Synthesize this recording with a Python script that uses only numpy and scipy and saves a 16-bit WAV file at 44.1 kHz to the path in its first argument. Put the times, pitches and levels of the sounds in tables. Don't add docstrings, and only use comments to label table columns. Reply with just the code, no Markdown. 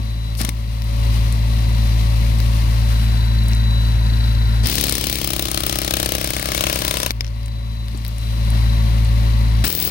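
import sys
import numpy as np
from scipy import signal
from scipy.fft import rfft, irfft, next_fast_len
from scipy.io import wavfile

SR = 44100
rng = np.random.default_rng(int(sys.argv[2]) if len(sys.argv) > 2 else 0)


def ratio_of_db(decibels):
    return 10 ** (np.asarray(decibels, float) / 20)


def master(y):
    cut = np.clip(np.atleast_2d(y).T, -1, 1)
    pcm = np.round(cut * 32767)
    wavfile.write(sys.argv[1], SR, pcm.astype(np.int16))


N = 436590

# t/s, turning rate/Hz
SHAFT = [(0, 55.98), (2, 56.08), (5.5, 56.17), (8.2, 56.06), (9.9, 56.15)]
# f/Hz, wander/Hz, level/dB re drone
GEAR_TONES = [(219, 4.0, -21), (168, 3.0, -28), (565, 2.0, -26.5), (1130, 2.5, -31.5), (995, 5.0, -35)]
# f/Hz, width/Hz, level/dB re drone, change when turned away/dB
HOLLOWS = [(977, 53, -29, 1), (176, 140, -19.5, -0.9), (1906, 100, -37, 7), (2040, 310, -26.5, -4.5)]
# t/s, level/dB
DRONE = [(0, -19.5), (.65, -20.5), (.8, -19), (1.08, -12.5), (1.4, -14), (1.8, -12.5), (4.64, -12.5),
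         (4.69, -24), (5.2, -28), (7.05, -29), (7.14, -22.5), (7.27, -21.5), (7.85, -22), (8.15, -21.5),
         (8.55, -12), (9.63, -12), (9.7, -36), (9.9, -31)]
# t/s, level/dB re drone, turned/0-1
DRAUGHT = [(0, -22, 0), (.3, -22, 0), (1.1, -21, 0), (1.4, -21.5, 0.04), (2.5, -21, 0), (2.9, -21.5, 0.5),
           (3.3, -25, 0.68), (4.64, -25.5, 0.97), (7.14, -24.5, 0.1), (7.5, -24, 0.03), (8.2, -20.5, 0.04),
           (8.7, -23.5, 0.28), (9.9, -24.5, 0.17)]
# t/s, level/dB
WHINE = [
    [(0, -57), (.34, -53.5)],
    [(.53, -66), (1.05, -54), (1.3, -58), (1.85, -51.5), (2.45, -58), (3.1, -49.5), (3.55, -47.5),
     (3.8, -43.5), (3.95, -51), (4.15, -47), (4.63, -49.5)],
    [(7.34, -63), (7.5, -58), (7.82, -57), (7.9, -61), (8.12, -63), (8.23, -53), (8.4, -54.5), (8.7, -50),
     (9.0, -56.5), (9.63, -52)],
]
# t/s, squeak/dB re drone, throb of the whine/dB
REED = [(0, -28, 2), (2.8, -28, 2), (3.4, -26, 1.5), (3.8, -25, .8), (3.95, -27, 2.5), (4.1, -23, 5),
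        (4.35, -22, 2.5), (4.45, -27, 2), (4.6, -24, 2.5), (7.3, -28, 1.5), (7.8, -30, 1.5), (7.95, -20, 3),
        (8.05, -28, 3), (8.3, -25, 2), (8.7, -27, 4.5), (8.95, -29, 2), (9.9, -29, 2.5)]
# f/Hz, level/dB per Hz
RUMBLE = [(76, -15), (130, -14), (163, -6.5), (227, -13.5), (435, -28), (560, -20), (726, -23),
          (987, -24.5), (1200, -40), (1560, -76), (2640, -120)]
RUSH = [(590, -0.5), (1000, -5), (1150, 5.5), (1190, 0.5), (1410, 4), (2060, -4), (2810, 0), (3100, -4.5),
        (4440, -5.5), (7000, -18.5), (9100, -53), (15400, -120)]
HISS = [(3240, 0.5), (5500, 1.5), (6890, -4), (7460, -5.5), (9180, -1), (13700, -4.5), (15100, -3),
        (15800, -19)]
# f/Hz, width/Hz
GROUND_DIPS = [(1550, 1360), (1186, 140)]
# f/Hz, level/dB, t60/s
RATTLE = [(2510, 6, 0.0021), (4100, -20, 0.01), (5300, 5.5, 0.0044), (8700, 6, 0.0039)]
# t/s, peak level/dB
GRIT = [(0.3508, -23), (0.82, -22), (1.1677, -29), (2.402, -17), (.397, -27), (.403, -19), (0.407, -24),
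        (3.516, -24), (3.525, -27), (4.6555, -19), (4.6584, -8.5), (4.6615, -13), (7.0764, -25),
        (7.1063, -7), (7.431, -32), (7.46, -29), (7.481, -28), (7.883, -24.5), (7.9824, -37),
        (8.049, -18.5), (8.064, -23), (9.640, -11), (9.644, -8), (9.6482, -18)]
# t/s, peak level/dB, centre f/Hz
CHIPS = [(.843, -35, 13600), (1.325, -28.5, 9600), (2.386, -34, 7940), (3.4355, -36, 11000),
         (3.4834, -27.5, 10000), (3.512, -41, 2100), (3.522, -38, 2600), (3.533, -28.5, 5100),
         (3.485, -36, 15500), (3.549, -36, 9050), (7.116, -33, 11600), (7.459, -35, 9050),
         (7.974, -35.5, 8500), (8.08, -27, 13900), (8.182, -35.5, 9090), (8.503, -30, 9650),
         (9.048, -36, 8750), (9.643, -19, 9650)]
# t/s, peak level/dB, f/Hz
THUDS = [(.001, -27, 300), (.409, -14.5, 225), (.444, -16, 225), (.486, -16, 260), (4.641, -17, 245),
         (4.657, -18, 245), (7.104, -22, 245), (7.947, -25, 340), (7.957, -26, 250), (9.64, -18, 245)]
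# multiple of its pitch, level/dB, t60/s
THUD_PARTIALS = [(1, 4, 0.03), (3.1, -2.5, 0.013)]
# f/Hz, level/dB, t60/s
HOLDER = [(1300, -26, .006), (2320, -12, 0.015), (3550, 5, 0.009), (4800, -17, 0.0054), (6100, -2, 0.0076),
          (6400, -14, 0.0045), (9500, -4, .005), (11500, -16, .004)]
# t/s, exhaust air level/dB, blade depth/0-1
TRIGGER = [
    [(.39, -35, 0.3), (.405, -31, 1), (.44, -40, 1), (.495, -41, 0.8)],
    [(4.635, -35, 0.2), (4.66, -30.5, 0), (4.85, -31, 0.22), (5.1, -34.5, 0.15), (5.35, -35, 0.76),
     (6.4, -33.5, 0.89), (6.7, -32, 0.98), (7.0, -33.5, 1), (7.1, -38, 1)],
    [(9.64, -27, 1), (9.67, -31, 0.8), (9.75, -37, 0.54), (9.84, -34, 0.3), (9.9, -34.5, 0.9)],
]
# t/s, level/dB
HALF_OPEN = [
    [(.372, -32), (.385, -27), (.44, -39), (.5, -44), (.525, -48)],
]
# f/Hz, level/dB per Hz
EXHAUST = [(410, 6.5), (700, 0.5), (1280, -4.5), (1580, -9.5), (1970, -7), (2240, -5), (2990, 3.5),
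           (3280, 2), (4380, 2), (5400, 1.5), (5840, -1.5), (8100, -6), (11000, -6.5), (16000, -17)]
# f/Hz, width/Hz, level/dB re exhaust
OPEN_CUT = (4600, 980, 0)
# t/s, blow force/dB, lean on handle/dB, freedom of shank/dB, grip of wood/dB
HAND = [
    [(.41, -18, 4, -15, 3), (.49, -21, 4.5, -9, 7)],
    [(4.67, -16.5, -2.5, 9, 1), (4.8, -13.5, -1.5, 1, 1), (4.95, -14, -1.5, -1, 2.5), (5.2, -17, 1.7, 4, 5),
     (5.5, -16.5, 0.5, -1, 0.9), (5.8, -18, 2.5, 2, 1), (5.97, -14, 1, -2, -1), (6.15, -18, 3, 2.1, 1),
     (6.4, -23, 5, 1, 6.5), (6.55, -19, 4.5, 1, 3), (6.68, -17, 4.5, -1, 3), (6.82, -20, 3.5, 4, 3.5),
     (6.93, -20.5, 4.5, 1.1, 5), (7.06, -19, 3.5, -6, 3)],
    [(9.65, -19, -5, 23, 7), (9.73, -21.5, -2, 18.5, 11), (9.88, -21.5, -0.5, 14, 13)],
]
# t/s, crack level/dB, clank level/dB, both re hand
BLOWS = [(0.4149, 3.0, -8), (0.4489, 1, -1), (0.4906, 2.0, -3), (4.6706, 3, 0.5), (4.6984, -1, 4),
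         (4.7269, -4.5, -9), (4.7545, 0, -2.0), (4.7821, -3, 7), (4.8111, 0.5, 0), (4.8393, 1.5, 6),
         (4.8675, -5, -3), (4.8949, 0.5, 1.5), (4.9238, 2.5, 2), (4.9529, -1, 2), (4.9815, -2.0, 2),
         (5.0117, -4, -4.0), (5.0406, -2.5, 2), (5.0689, 1, 3.5), (5.098, -1, 2), (5.1273, -0.5, 3.0),
         (5.1563, -5, -6), (5.1858, -4, 0), (5.215, -3, 1), (5.2446, 0, 1.5), (5.2742, 0.5, 2),
         (5.3042, 1.0, 1), (5.3338, 2.5, 3), (5.3637, 0, -2), (5.394, 1.5, 3.5), (5.4239, -0.5, -1.5),
         (5.4544, -0.5, 1.0), (5.4844, -3, -0.5), (5.5146, 1, -1.5), (5.5446, 2, 2), (5.5747, 2, 3.5),
         (5.6049, -2, -2.0), (5.6351, -0.5, 2), (5.6653, 2.0, 1.5), (5.6958, 1.5, 3),
         (5.726, 3.5, 4.5), (5.7565, -2, 1.5), (5.7868, 1, 2.5), (5.8171, -1.0, 0.5),
         (5.847, -1.0, 0), (5.8775, -2, 3),
         (5.9082, 0, 2), (5.9382, 2.5, 4), (5.9687, -1.5, 2.5), (5.9994, 0.5, 2.5), (6.0292, 0.0, 1.5),
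              (6.06, 1.5, 1.0), (6.0906, -3, -5), (6.1206, 3.5, 2), (6.1513, 1, 1.5), (6.1821, -2.0, -3.5),
              (6.2131, 0.0, -2), (6.2434, 4, -0.0), (6.2739, 2, -2.5), (6.3047, 3, -0.5), (6.3353, 0.5, -5),
              (6.3655, 2, -2.0), (6.3961, -0.5, -6), (6.4267, 1, -5), (6.4571, 2, -2), (6.4875, -2.5, -0.5),
              (6.5183, -1, 0.0), (6.5484, 0.5, 0), (6.5781, -2.5, 0.5), (6.6084, 1, 2.5),
              (6.6387, -0.5, 2.5), (6.6682, -0.5, 2), (6.6981, -0.5, 0.5), (6.7282, 2.0, 0),
              (6.7584, 0.5, 0.0), (6.7893, -3, -6), (6.8195, -0.0, 1.5), (6.8498, 1.5, 2), (6.88, 2.5, 1),
              (6.9105, 3.5, 4), (6.9404, 0, 2), (6.9702, 2, 0.5), (7.001, 1.5, -0.0), (7.0311, 5, 2.5),
              (7.0623, 4.0, 4.5), (9.6523, 0, -10), (9.6777, 3.5, -1), (9.7015, -5, -4), (9.7264, -1, -2),
              (9.7507, 2, 0), (9.7752, -3, -2), (9.8006, -0.0, -10), (9.8256, 2, -3), (9.8506, 2, -1),
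              (9.8752, -1, -1)]
OWN_SCATTER_DB = [.2, .2, .6, 1.2]
LEAN_SHARE = [0.13, 1.04, 0.21, 1.1]
# f/Hz, level/dB per Hz
CRACK = [(4500, 4.5), (6000, 3), (7400, -1), (8800, 7.5), (10600, 7.5), (11300, 4.5), (14000, 4.5),
         (16000, -28)]
CLANK = [(700, -65), (1100, 4), (1600, 5), (2300, 14), (3000, 10), (4100, 8.5), (5200, -10), (6500, 7)]
# f/Hz, width/Hz
CLANK_GAP = (2110, 1340)
# delay after blow t/s, level/dB
REBOUNDS = [(.0022, -6), (.0052, -15)]
# f/Hz, level/dB, t60/s
CHISEL = [(15800, 15, 0.0058), (14900, -11, 0.01), (15100, -8, .005)]
# f/Hz, level/dB, t60/s, share of the lean
BARREL = [(2180, -32.5, 0.0096, 8), (2770, -23, 0.0048, -6), (4280, -42, 0.024, -2), (5550, -43, 0.013, 7),
          (5800, -10.5, 0.031, 1.06)]
# f/Hz, level/dB, t60/s, moment of best seat t/s, span of that seat/s
ROOT = [(608, 5.8, 0.03, 6.27, 1.17), (343, 1.5, 0.064, 5.74, 0.94), (753, -6, 0.027, 5.86, 1.2),
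        (500, 0.5, 0.034, 6.15, 0.22), (988, 1, 0.041, 7.07, 0.52), (383, -11.5, 0.042, 6, 0.49),
        (1257, -11.5, 0.085, 5.7, 0.31), (1170, -12, 0.059, 6.45, 0.23), (1635, 1, 0.038, 6.4, 0.57),
        (2380, -11, 0.042, 5.9, 0.45)]
# f/Hz, level/dB, t60/s
ROOT_LOOSE = [(486, -4.5, 0.02), (249, -12, 0.097), (324, -8.5, 0.067), (590, -22, 0.037)]
# f/Hz, share
LIKENESS = [(60, 0.64), (250, 0.71), (600, 0.77), (1500, 0.56), (4000, 0.082), (10000, 0.27)]
# f/Hz, level/dB
MUFFLE = [(60, -1.5), (120, -2.14), (200, -2.8), (400, -3.5), (750, -12), (1300, -9), (2100, -2.5),
          (2800, -12.5), (4000, -4), (5500, -14.5), (7000, -26.5), (8000, -76), (9500, -35), (12600, -23.5),
          (15500, -82)]
# f/Hz, lag/s
PORT_LAG = [(56, .00048), (112, .00066), (220, .00054), (330, .00054), (565, .0005), (800, .00043),
            (2000, .00043)]


def rms_one(x):
    return x / np.sqrt(np.mean(x ** 2) + 1e-20)


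def in_time(tables, silent=False):
    rows = []
    for table in tables:
        if silent:
            off = [-90] * (len(table[0]) - 1)
            rows += [[table[0][0] - .012, *off], *table, [table[-1][0] + 0.047, *off]]
        else:
            rows += list(table)
    s, *columns = np.transpose(rows)
    return [np.interp(np.arange(N) / SR, s, c) for c in columns]


def at_bins(points, size):
    hz = np.maximum(np.arange(size // 2 + 1) * SR / size, 1)
    table_hz, value = np.array(points).T[:2]
    return np.interp(np.log(hz), np.log(table_hz), value)


def colour(x, spectrum):
    size = next_fast_len(N + 2048)
    (low_hz, low_db), (high_hz, high_db) = spectrum[0], spectrum[-1]
    ends = [(low_hz / 2, low_db - 30), *spectrum, (high_hz * 1.3, high_db - 40)]
    gain = rms_one(ratio_of_db(at_bins(ends, size)))
    return irfft(rfft(x, size) * gain, size)[..., :N]


def noise_pair():
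    size = next_fast_len(N)
    left, other = rfft(rng.standard_normal((2, size)))
    alike = np.clip(at_bins(LIKENESS, size), 0, 1)
    right = alike * left + np.sqrt(1 - alike ** 2) * other
    return irfft([left, right], size)[:, :N]


def drift(rate):
    r = np.exp(-80 * np.pi * rate / SR)
    slow = signal.lfilter([1], [1, -2 * r, r * r], rng.standard_normal(N // 40 + 2002))[2000:]
    return np.interp(np.arange(N) / 40, np.arange(len(slow)), rms_one(slow))


def clicks(at_s, db):
    out = np.full(N, 1e-18)
    i = np.round(np.asarray(at_s) * SR).astype(int)
    np.add.at(out, np.clip(i, 0, N - 1), ratio_of_db(db))
    return out


def ring(x, hz, t60):
    r, w = ratio_of_db(-60 / (t60 * SR)), 2 * np.pi * hz / SR
    return signal.lfilter([0, np.sin(w)], [1, -2 * r * np.cos(w), r * r], x)


def swell(x, rise_s, fall_s):
    a, b = np.exp(-1 / (rise_s * SR)), np.exp(-1 / (fall_s * SR))
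    fall = signal.lfilter([1 + rise_s / fall_s], [1, -b], x)
    return signal.lfilter([1 - a], [1, -a], fall)


def narrow(hz, width_hz):
    return rms_one(ring(noise_pair(), hz, 1.56 / width_hz))


def tone(hz, wander_hz, flutter_db):
    level = np.sqrt(2) * ratio_of_db(flutter_db * drift(3.8))
    return level * np.sin(2 * np.pi * np.cumsum(hz + wander_hz * drift(23.2)) / SR)


def dip(x, hz, width_hz):
    return x - .78 * signal.lfilter(*signal.iirpeak(hz, hz / width_hz, SR), x)


def machine_drone(turn, turned):
    second_db, second_lag = -5.5, 2.43
    out = np.cos(turn) * ratio_of_db(4.0 + 0.16 * drift(13.0))
    out = out + np.cos(2 * turn - second_lag) * ratio_of_db(3.5 + second_db + 0.06 * drift(8.5))
    for hz, wander_hz, db in GEAR_TONES:
        away_db = -8 * turned * (hz > 400)
        out = out + ratio_of_db(db + away_db) * tone(hz, wander_hz, flutter_db=1.7)
    for hz, width_hz, db, away_db in HOLLOWS:
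        out = out + ratio_of_db(db + away_db * turned) * narrow(hz, width_hz)
    unrest = ratio_of_db(.8 * drift(12))
    out = out + ratio_of_db(-19.5) * colour(noise_pair(), RUMBLE) * unrest
    squeak_db = in_time([REED])[0]
    chirps = (0.2 + np.maximum(np.cos(turn / 2), 0) ** 2) * ratio_of_db(1.8 * drift(6.2))
    out = out + ratio_of_db(squeak_db) * chirps * narrow(4410, 210.0)
    bass = colour(noise_pair(), [(35, 4), (75, 4.5), (95, 12.5), (130, -4.5)])
    return out + ratio_of_db(-16.5) * bass


def machine_air(turn, turned, drone_db, draught_db):
    leak_db, leak_follows = -30.5, 1.68
    firing = in_time(TRIGGER, silent=True)[0] > -60
    hiss_db = drone_db + leak_db + leak_follows * (draught_db - draught_db.mean())
    hiss_db = hiss_db + 2 * firing + 4 * turned
    breath = ratio_of_db(0.72 * np.cos(turn + 0.29) + 0.72 * drift(10.3))
    rush = colour(noise_pair(), RUSH)
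    rush = (1 - turned) * dip(rush, *GROUND_DIPS[0]) + turned * dip(rush, *GROUND_DIPS[1])
    hiss = colour(noise_pair(), HISS)
    return breath * (ratio_of_db(drone_db + draught_db + 5) * rush + ratio_of_db(hiss_db + 5.0) * hiss)


def machine_whine(turn):
    whine_hz, swing = 3957, .7
    whine_db, throb_db = in_time(WHINE, silent=True)[0], in_time([REED])[1]
    bend = 2 * np.pi * np.cumsum(whine_hz + 5.54 * drift(21)) / SR + swing * np.cos(turn / 2)
    return np.sin(bend) * ratio_of_db(whine_db + 17.5 + 1.4 * drift(30) + throb_db * np.cos(turn / 2))


def compressor():
    drone_db = in_time([DRONE])[0]
    draught_db, turned = in_time([DRAUGHT])
    turned = np.clip(turned, 0, 1)
    turn = 2 * np.pi * np.cumsum(in_time([SHAFT])[0]) / SR
    drone = ratio_of_db(drone_db) * machine_drone(turn, turned)
    return drone + machine_air(turn, turned, drone_db, draught_db) + machine_whine(turn)


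def rattle():
    born = rng.random(N) < 260 / SR
    sizes = born * ratio_of_db(1.57 * np.minimum(rng.exponential(1, N), 4)) * rng.choice([-1, 1], N)
    dealt = rng.integers(0, len(RATTLE), N)
    rings = 0
    for k, (hz, db, t60) in enumerate(RATTLE):
        rings = rings + ratio_of_db(db) * ring(sizes * (dealt == k) + 1e-18, hz, t60)
    return ratio_of_db(in_time(TRIGGER, silent=True)[0] + 10) * rings


def drops():
    drop_s, bounce_s, shrink = 7.2077, .0373, .56
    drop_db, first_loss_db, bounce_loss_db = -11, 5.5, 5
    k = np.arange(5)
    s = drop_s + bounce_s * (1 - shrink ** k) / (1 - shrink)
    return s, drop_db - first_loss_db * (k > 0) - bounce_loss_db * k


def touches():
    grit = [(s, db, 5340, 0.095) for s, db in GRIT]
    chips = [(*row, .72) for row in CHIPS]
    scuffs = [(s, db - 3.5, 5450, 0.25) for s, db in zip(*drops())]
    return grit + chips + scuffs


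def ticks():
    snap_s = .0006
    out, white = np.zeros((2, N)), noise_pair()
    age = np.arange(600) / (snap_s * SR)
    fade = np.e * age * np.exp(-age) + 0.16 * np.exp(-age / 22.0)
    for s, db, hz, pitched in touches():
        i = round(s * SR)
        snap = white[:, i:i + 600] * fade
        body = 0.4 * (1 - pitched) ** 2 * snap + pitched * ring(snap, hz, 11.6 / hz)
        out[:, i:i + 600] += ratio_of_db(db + 7.5) * body
    for s, peak_db, hz in THUDS:
        for multiple, db, t60 in THUD_PARTIALS:
            out = out + ratio_of_db(db) * ring(clicks(s, peak_db), multiple * hz, t60)
    return out


def holder():
    freed_s, freed_db, light_touch_db = 7.1068, -7.5, -12
    s, db = drops()
    s, db = np.r_[freed_s, s + .0008], np.r_[freed_db, db]
    light = np.arange(6) > 1
    out = 0
    for hz, mode_db, t60 in HOLDER:
        outer = (hz < 4000) | (hz > 8000)
        level_db = db + mode_db - 2.5 + light_touch_db * light * outer + 1.2 * rng.standard_normal(6)
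        out = out + ring(clicks(s, level_db) - clicks(s - .0007, level_db - 20), hz, t60)
    return out


def exhaust(s):
    air_db = in_time(TRIGGER, silent=True)[0]
    depth = np.clip(in_time(TRIGGER)[1], 0, 1)
    stroke = np.clip(np.diff(s, append=s[-1] + 0.018), .02, .034)
    fore, back = s - 0.07 * stroke, s + 0.454 * stroke
    spit_db, puff_db, pop_db, push_db = (rng.standard_normal((len(s), 4)) * [2.0, 1.2, .8, 1.0]).T
    spit = swell(clicks(fore, -0.5 + spit_db), 0.00032, 0.0032)
    puff = swell(clicks(back + 0.00068, 6.5 + puff_db), 0.00077, 0.00077) / (0.0019 * SR)
    puff = swell(puff, 0.0016, 0.002)
    air = colour(noise_pair() * (.62 + spit + .4 * puff), EXHAUST) * ratio_of_db(1.9 * drift(79))
    air = air + colour(noise_pair() * .16 * puff, CLANK)
    air = air + ratio_of_db(-2 - 6.0) * depth ** 2 * colour(noise_pair(), RUSH)
    bright = swell(clicks(back + .0012, 6.5 + spit_db), 0.0012, 0.0035) * ratio_of_db(-4 * depth)
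    air = air + .5 * colour(noise_pair() * bright, CRACK)
    hz, width_hz, whistle_db = OPEN_CUT
    air = air + ratio_of_db(whistle_db - 4.0) * (1 - depth) * (0.73 + 1.0 * puff) * narrow(hz, width_hz)
    pop = clicks(fore, 8.0 + pop_db)
    push = ring(pop, 283, 0.013) + 0.16 * ring(pop, 2070, 0.0091) + 0.1 * ring(pop, 740, 0.0067)
    push = push + ring(clicks(back, 6.5 + push_db), 168, 0.034)
    half_open = ratio_of_db(in_time(HALF_OPEN, silent=True)[0]) * colour(noise_pair(), CRACK)
    return ratio_of_db(air_db + 9.5) * (air + push) + half_open


def blows():
    shared_scatter_db, knock_follows, shank_follows = .2, 0.67, .6
    s, crack_db, clank_db = np.transpose(BLOWS)
    at, *hand = np.transpose(sum(HAND, []))
    force_db, lean_db, free_db, grip_db = [np.interp(s, at, h) for h in hand]
    chance = rng.standard_normal((len(s), 6))
    db = (force_db + shared_scatter_db * chance[:, 4])[:, None]
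    db = db + np.outer(lean_db, LEAN_SHARE)
    db = db + chance[:, :4] * OWN_SCATTER_DB
    knock_db = grip_db + knock_follows * clank_db
    shank_db = free_db + shank_follows * crack_db
    db = db + np.transpose([crack_db, clank_db, knock_db, shank_db])
    return s, *db.T, lean_db


def repeating(s):
    share = .62
    white = noise_pair()
    near = np.round(s * SR).astype(int)[:, None] + np.arange(-110, 900)
    white[:, near] = signal.lfilter([np.sqrt(1 - share ** 2)], [1, -share], white[:, near], axis=1)
    return white


def steel(s, crack_db, clank_db, depth):
    run_up_s, run_up_db = .0013, -4
    crack = swell(clicks(s, crack_db + 5.5), 0.00065, 0.00062)
    crack = crack + swell(clicks(s, crack_db - 7.5), 0.0017, .0035)
    crack = crack + swell(clicks(s - run_up_s, crack_db + run_up_db), run_up_s, run_up_s)
    clank = swell(clicks(s, clank_db + 1.5), 0.00089, 0.00091)
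    clank = clank + swell(clicks(s + 0.0035, clank_db - 10.0), 0.0013, 0.003)
    for late_s, db in REBOUNDS:
        clank = clank + depth * swell(clicks(s + late_s, clank_db + db), 0.00054, 0.00062)
    clank = clank + swell(clicks(s - run_up_s, clank_db + run_up_db), run_up_s, run_up_s)
    bright = colour(repeating(s) * crack, CRACK)
    return bright + dip(colour(repeating(s) * clank, CLANK), *CLANK_GAP)


def shank(s, shank_db, depth):
    hit = swell(clicks(s, shank_db - 19.5), 0.00025, 0.00055)
    after = ratio_of_db(-8 * depth) * swell(clicks(s, shank_db - 38), .001, 0.039)
    jolt = noise_pair() * (hit + after)
    return sum(ratio_of_db(db) * ring(jolt, hz, t60) for hz, db, t60 in CHISEL)


def barrel(s, crack_db, clank_db, lean_db):
    own_db = 1.7 * rng.standard_normal((len(s), len(BARREL)))
    out = 0
    for own, (hz, db, t60, share) in zip(own_db.T, BARREL):
        level_db = (crack_db + clank_db) / 2 + 0.6 + db + share * lean_db + own
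        out = out + ring(clicks(s + 0.00059, level_db), hz, t60)
    return out


def root(s, knock_db, depth):
    seat_loss_db = 7.5
    knock = clicks(s - 0.0003, knock_db - 6.5) + clicks(s + 0.00126, knock_db - 3.0)
    knock = knock + clicks(s + 0.00209, knock_db - 7.5)
    now = np.arange(N) / SR
    wood = 0
    for hz, db, t60, best_s, span_s in ROOT:
        away = np.minimum(((now - best_s) / span_s) ** 2, 2)
        wood = wood + ring(knock * depth * ratio_of_db(db - seat_loss_db * away), hz, t60)
    for hz, db, t60 in ROOT_LOOSE:
        wood = wood + ratio_of_db(db) * ring(knock * (1 - depth), hz, t60)
    return wood


def strikes(strokes):
    s, crack_db, clank_db, knock_db, shank_db, lean_db = strokes
    depth = np.clip(in_time(TRIGGER)[1], 0, 1)
    metal = steel(s, crack_db, clank_db, depth) + shank(s, shank_db, depth)
    return metal + barrel(s, crack_db, clank_db, lean_db) + root(s, knock_db, depth)


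def scene():
    strokes = blows()
    background = compressor() + rattle() + ticks() + holder()
    return background + exhaust(strokes[0]) + strikes(strokes)


def roll_off(x):
    return signal.sosfilt(signal.butter(12, 16990, fs=SR, output="sos"), x)


def record(dry):
    top_hz, bass_cut_hz = 15930, 26.4
    size = next_fast_len(N + 2048)
    hz = np.arange(size // 2 + 1) * SR / size
    right = ratio_of_db(at_bins(MUFFLE, size)) * np.exp(-2j * np.pi * hz * at_bins(PORT_LAG, size))
    top_cut = np.clip((top_hz - hz) / 120, 0, 1)
    bass_cut = hz ** 2 / (hz ** 2 + bass_cut_hz ** 2)
    ports = irfft(rfft(dry, size) * [np.ones_like(hz), right] * top_cut * bass_cut, size)[:, :N]
    mix = 1.202 * np.tanh(ports / 1.401)
    return roll_off(mix)


dry = scene()
out = record(dry)
master(out)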